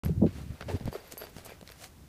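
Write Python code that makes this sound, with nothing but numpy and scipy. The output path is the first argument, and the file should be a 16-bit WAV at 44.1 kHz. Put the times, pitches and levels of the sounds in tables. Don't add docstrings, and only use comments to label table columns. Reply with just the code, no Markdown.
import sys
import numpy as np
from scipy import signal
from scipy.io import wavfile
from scipy.ndimage import uniform_filter1d

SR = 44100
rng = np.random.default_rng(int(sys.argv[2]) if len(sys.argv) > 2 else 0)


def to_wav(sig):
    pcm = np.clip(np.atleast_2d(sig), -1, 1) * 32767
    pcm = np.round(pcm).astype(np.int16)
    wavfile.write(sys.argv[1], SR, pcm.T)


N = 91728
TIME = np.arange(N) / SR


def amp(db):
    return 10 ** (np.asarray(db) / 20)


def unit(x):
    return x / np.sqrt(np.mean(x ** 2) + 1e-20)


def add(mix, s, sound):
    part = mix[max(round(s * SR), 0):][:len(sound)]
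    part += sound[:len(part)]


def colour(x, points, size=4096):
    hz, db = np.transpose(points)
    bin_hz = abs(np.fft.fftfreq(size, 1 / SR)) + 1
    log_gain = np.log(amp(np.interp(np.log(bin_hz), np.log(hz), db)))
    taps = np.fft.ifft(np.exp(np.conj(signal.hilbert(log_gain)))).real
    return signal.fftconvolve(x, taps / np.linalg.norm(taps))[:len(x)]


def steady(x, span_s):
    size = max(int(span_s * SR), 2)
    power = uniform_filter1d(uniform_filter1d(x ** 2, size), size)
    return x / np.sqrt(abs(power) + 1e-12)


def noise(points):
    return unit(colour(rng.standard_normal(N), points))


# frequency in Hz, relative level in dB per Hz.
AIR_COLOUR = [(20, 0), (60, 11), (150, 0.5), (300, 0), (600, -6), (1200, -10), (2500, -14.5), (5000, -16),
              (10000, -18.5), (15500, -19.5)]
AIR_DB = -57.5


def air():
    return amp(AIR_DB) * noise(AIR_COLOUR)


# time in seconds, level in dB.
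RUMBLE_LEVEL = [(.03, -35), (.065, -31.5), (.10, -29), (.14, -39.5), (.20, -30.5), (.27, -28), (.305, -44),
                (.42, -39.5), (.455, -43.5), (.51, -40), (.55, -45.5), (.58, -64), (.67, -40), (.76, -38.5),
                (.785, -69), (.82, -45), (.885, -34), (.94, -59), (1.0, -72), (1.38, -54.5), (1.7, -60),
                (1.98, -57), (2.04, -49.5), (2.08, -62)]
# frequency in Hz, relative level in dB per Hz.
RUMBLE_COLOUR = [(20, -65.5), (40, -19), (70, 3), (120, -2.5), (200, -6.5), (300, -12.5), (450, -33),
                 (800, -49), (2000, -85)]
# time in seconds, level in dB.
BUFFET_LEVEL = [(.200, -68), (.222, -20), (.240, -20.5), (.272, -37.5), (.300, -55)]
# frequency in Hz, relative level in dB per Hz.
BUFFET_COLOUR = [(50, -26), (200, 5.5), (400, -9), (570, -8.5), (780, -24.5), (1050, -39.5), (1600, -58),
                 (4000, -82)]


def wind():
    rumble_gain = amp(np.interp(TIME, *np.transpose(RUMBLE_LEVEL)))
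    buffet_gain = amp(np.interp(TIME, *np.transpose(BUFFET_LEVEL), left=-120, right=-120))
    rumble = steady(noise(RUMBLE_COLOUR), 0.064) * rumble_gain
    buffet = steady(noise(BUFFET_COLOUR), 0.017) * buffet_gain
    return rumble + buffet


# start in seconds, peak of the envelope in dB, pitch in Hz, time to that peak in seconds.
BUMPS = [ (.060, -21, 173, 0.0023), (0.094, -26.5, 398, 0.0021), (0.1, -21.5, 155.4, 0.0091),
         (0.176, -20.5, 107, 0.0047), (0.611, -39, 180, 0.0026), (0.224, -14.5, 214, 0.0053),
         (.241, -22.5, 460, 0.0019), (.251, -16, 220, 0.0031), (.264, -18.5, 330, 0.0021),
         (0.504, -29, 110, 0.0037), (0.74, -22.5, 90, 0.0071), (.750, -24, 242, 0.0019),
         (0.81, -31.5, 194, 0.0021), (0.856, -21.5, 113, 0.0025), (.880, -20, 158, 0.0015),
         (.951, -27.5, 406, 0.0032), (1.138, -36.5, 286, 0.00098), (1.365, -35.5, 197, 0.0015),
         (1.624, -39.5, 174, 0.0028), ]


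def bumps():
    t, out = np.arange(SR // 8) / SR, np.zeros(N)
    for s, db, hz, peak_s in BUMPS:
        envelope = t / peak_s * np.exp(1 - t / peak_s)
        add(out, s, amp(db) * envelope * np.sin(2 * np.pi * hz * t))
    return out


# start in seconds, ring level in dB, time it hangs
# free in seconds, extra level of its lowest mode in dB, clack level of its link in dB.
JINGLES = [(.049, -45.5, 0.016, -16, -44.5), (.068, -60, .008, -10, -66), (.766, -60, .015, 1, -70),
           (.920, -58, .015, -2, -58), (0.932, -52.5, 0.064, 1, -52), (1.002, -64.5, 0.014, 10, -68),
           (1.044, -65, 0.028, 1, -68), (1.073, -59, .042, -4, -70), (1.178, -39.5, 0.059, -15, -42.5),
           (1.181, -47, 0.0037, -4, -56), (1.204, -56, .025, 3, -57), (1.235, -50.5, 0.025, 1.5, -64),
           (1.295, -59.5, .014, -2, -56), (1.449, -52, 0.035, -12, -44), (1.461, -45.5, 0.0047, -5, -43),
           (1.496, -55, .017, -8, -68), (1.714, -56, .016, -9, -64)]
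# nominal frequency in Hz, level against the ring in dB, time to fall 60 dB while free in seconds.
ZIP_MODES = [(4695, 0, .15), (6772, -20, .1), (11670, 0, .25), (14510, -16, .25)]
# nominal frequency in Hz, level against the clack in dB, time to fall 60 dB while free in seconds.
CLACK_MODES = [(6342, -8, .03), (7790, -6, .035), (8872, -2, .018), (10410, -8, .02), (11900, -2, .02),
               (13800, -9, .03)]
LINK_HZ, LINK_DB, LINK_T60_S = 14480, -64, .3
DETUNE_SHARE, BUZZ_SHARE, BUZZ_S = .001, .3, .002


def zip_pull():
    t, out = np.arange(SR // 8) / SR, np.zeros(N)
    for s, ring_db, free_s, low_db, clack_db in JINGLES:
        free = np.exp(-(t / free_s) ** 4)
        modes = [(LINK_HZ, LINK_DB, LINK_T60_S)]
        for k, (hz, mode_db, t60) in enumerate(ZIP_MODES):
            modes.append((hz, ring_db + mode_db + low_db * (k == 0), t60))
        for hz, mode_db, t60 in CLACK_MODES:
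            modes.append((hz, clack_db + mode_db, t60))
        for hz, mode_db, t60 in modes:
            flutter = uniform_filter1d(rng.standard_normal(len(t)), int(BUZZ_S * SR))
            buzz = 1 + BUZZ_SHARE * unit(flutter)
            detuned_hz = hz * (1 + DETUNE_SHARE * rng.standard_normal())
            ring = np.sin(2 * np.pi * (detuned_hz * t + rng.random()))
            decay = np.exp(-np.log(1000) * t / t60)
            add(out, s, amp(mode_db) * free * buzz * decay * ring)
    return out


# start in seconds, length in seconds, level in dB, first and last centre frequency in Hz.
SCRAPES = [(0.685, 0.026, -42.5, 560, 770), (0.689, 0.089, -42, 433.6, 381),
           (0.705, 0.021, -46.5, 802, 950), (0.939, .028, -49.5, 661, 600),
           (0.945, 0.0219, -51.5, 1310, 1135), (1.484, 0.058, -59, 2450, 2210),
           (1.802, 0.075, -57.5, 633, 796)]
SCRAPE_WIDTH_SHARE = 0.18


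def scrapes():
    out = np.zeros(N)
    for s, length_s, db, first_hz, last_hz in SCRAPES:
        progress = np.linspace(0, 1, int(length_s * SR))
        pole = np.exp(-np.pi * SCRAPE_WIDTH_SHARE * first_hz / SR)
        drive = rng.standard_normal(N) + 1j * rng.standard_normal(N)
        waver = signal.lfilter([1], [1, -2 * pole, pole * pole], drive)[-len(progress):]
        turn = np.exp(2j * np.pi * np.cumsum(first_hz + (last_hz - first_hz) * progress) / SR)
        swell = np.sin(np.pi * progress ** 0.6)
        add(out, s, amp(db) * unit((waver * turn).real * swell))
    return out


# start in seconds, body, grit and fizz levels in dB, pitch of the stone in Hz.
STONES = [ (.036, -41, -35.5, -44.5, 920), (0.06, -40, -36.5, -46, 1210), (0.083, -43, -45.5, -47, 1090),
          (0.6095, -35, -32, -46, 1440), (0.612, -57, -43, -71, 1910), (.621, -58, -40, -69, 1720),
          (0.6252, -38, -34.5, -68, 1580), (0.799, -40, -41.5, -65, 2950), (.856, -39, -48, -39.5, 1830),
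          (.877, -24, -39.5, -68, 1970), (0.928, -28, -42, -57, 900), (.951, -24, -46, -63, 1240),
          (.963, -35.5, -43, -65, 850), (1.123, -64, -48, -31.5, 2400), (1.172, -35.5, -43, -63, 910),
          (1.215, -31.5, -45, -65, 1400), (1.220, -34.5, -37, -68, 1460), (1.239, -31.5, -50, -62, 987),
          (1.269, -43, -41, -56, 1940), (1.366, -39, -46, -44, 2680), (1.384, -36.5, -44.5, -40.5, 1310),
          (1.462, -36, -52, -56, 900), (1.494, -37, -43, -66, 1100), (1.504, -39, -46, -67, 870),
          (1.52, -33, -55, -65, 2100), (1.612, -40, -44, -47, 3860), (1.628, -37, -49, -54, 900),
          (1.676, -66, -42, -41.5, 4200), (1.691, -65, -41.5, -46, 4160), (1.701, -41, -48, -44, 2160),
          (1.72, -63, -40.5, -43, 3480), (1.842, -68, -59, -33, 4200), ]
# frequency in Hz, relative level in dB per Hz.
BODY_COLOUR = [(100, -13.5), (250, -3.5), (420, 6.5), (650, 2), (950, -7), (1500, -21), (4000, -41.5)]
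# frequency in Hz, relative level in dB per Hz.
GRIT_COLOUR = [(300, -24), (800, -6), (1400, 0), (2200, -1), (3200, -7), (4600, -8), (8000, -25),
               (15500, -42)]
# frequency in Hz, relative level in dB per Hz.
FIZZ_COLOUR = [(1000, -3.5), (2800, 0), (4500, 0), (7000, -1), (9500, -2), (12000, -6.5), (15500, -8)]
SNAP_S, SNAP_TAIL_S, SNAP_TAIL_DB = 0.00071, 0.0053, -25.5
STONE_RING_DB, STONE_RING_S = -4, .0016


def stones():
    t = np.arange(2048) / SR
    shape = np.exp(-t / SNAP_S) + amp(SNAP_TAIL_DB) * np.exp(-t / SNAP_TAIL_S)
    out = np.zeros(N)
    for s, body_db, grit_db, fizz_db, hz in STONES:
        for db, points in [(body_db, BODY_COLOUR), (grit_db, GRIT_COLOUR), (fizz_db, FIZZ_COLOUR)]:
            snap = colour(shape * rng.standard_normal(len(t)), points)
            add(out, s, amp(db) * snap * np.linalg.norm(shape) / np.linalg.norm(snap))
        ring = np.exp(-t / STONE_RING_S) * np.sin(2 * np.pi * hz * t)
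        add(out, s, amp(grit_db + STONE_RING_DB) * ring)
    return out


# time of greatest pressure in seconds,
# rise in seconds, fall in seconds, body, grit and fizz levels in dB.
SCUFFS = [ (0.058, 0.08, 0.05, -47.5, -56.5, -58.5), (0.266, .004, .045, -69, -54.5, -70),
          (0.386, 0.069, 0.07, -57, -57.5, -58.5), (.510, 0.047, 0.49, -62, -62.5, -69),
          (0.609, 0.0033, 0.022, -49.5, -52, -76), (0.691, 0.0074, 0.026, -41, -46, -76),
          (.712, 0.031, 0.034, -58, -53, -53), (0.761, 0.03, 0.021, -47, -54, -59.5),
          (0.81, 0.0038, 0.027, -49.5, -57, -67), (0.88, 0.025, 0.02, -47, -53, -61),
          (0.956, 0.036, 0.054, -48, -53, -58), (1.055, 0.033, 0.16, -61.5, -60.5, -63),
          (1.122, 0.01, 0.017, -50.5, -71, -47), (1.226, 0.039, 0.068, -51, -55, -57),
          (1.388, 0.044, 0.038, -60.5, -58.5, -56), (1.463, 0.013, 0.012, -51, -70, -52.5),
          (1.498, 0.062, 0.062, -57.5, -56, -60.5), (1.695, 0.043, 0.11, -71, -62.5, -62.5),
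          (1.845, 0.051, 0.028, -60.5, -57.5, -49.5), ]


def scuff_level(band):
    power = np.zeros(N)
    for s, rise_s, fall_s, *levels in SCUFFS:
        rising = ((TIME - s) / rise_s) ** 2
        falling = (abs(TIME - s) / fall_s) ** np.sqrt(2)
        pressure = np.exp(-np.where(TIME < s, rising, falling))
        power += (amp(levels[band]) * pressure) ** 2
    return np.sqrt(power)


PEBBLES_PER_S, PEBBLE_DB, PEBBLE_HZ, PEBBLE_CYCLES = 480, 3, (560, 6000), 2.9


def pebbles(count=24, size=1024):
    t, out = np.arange(size) / SR, np.zeros(N)
    for hz in np.geomspace(*PEBBLE_HZ, count):
        hits = (rng.random(N) < PEBBLES_PER_S / count / SR) * rng.standard_normal(N)
        tick = np.exp(-hz * t / PEBBLE_CYCLES) * np.sin(2 * np.pi * hz * t)
        out += signal.oaconvolve(hits, tick)[:N]
    return amp(PEBBLE_DB) * out * scuff_level(1)


GRAINS_PER_S, GRAIN_SPREAD_DB, CLUMP_DB, CLUMP_S = 8200, 3.5, 0.5, .005


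def crunch():
    unevenness = uniform_filter1d(rng.standard_normal(N), max(int(CLUMP_S * SR), 2))
    clumps = amp(CLUMP_DB * unit(unevenness))
    out = np.zeros(N)
    for band, points in enumerate([BODY_COLOUR, GRIT_COLOUR, FIZZ_COLOUR]):
        sizes = amp(GRAIN_SPREAD_DB * np.minimum(rng.exponential(1, N), 4)) * rng.choice([-1, 1], N)
        hits = rng.random(N) < GRAINS_PER_S / SR
        grains = colour(clumps * sizes * hits, points)
        out += steady(grains, 0.027) * scuff_level(band)
    return out


def scene():
    surroundings = air() + wind() + bumps()
    gravel = scrapes() + stones() + pebbles() + crunch()
    return (surroundings + zip_pull() + gravel)[None]


START_S, EDGE_HZ = .034, 15450


def record(dry):
    opened = dry * np.clip((TIME - START_S) / .002, 0, 1)
    low_pass = signal.firwin(401, EDGE_HZ, window=("kaiser", 9), fs=SR)
    return signal.oaconvolve(opened, low_pass[None], "same")


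dry = scene()
out = record(dry)
to_wav(out)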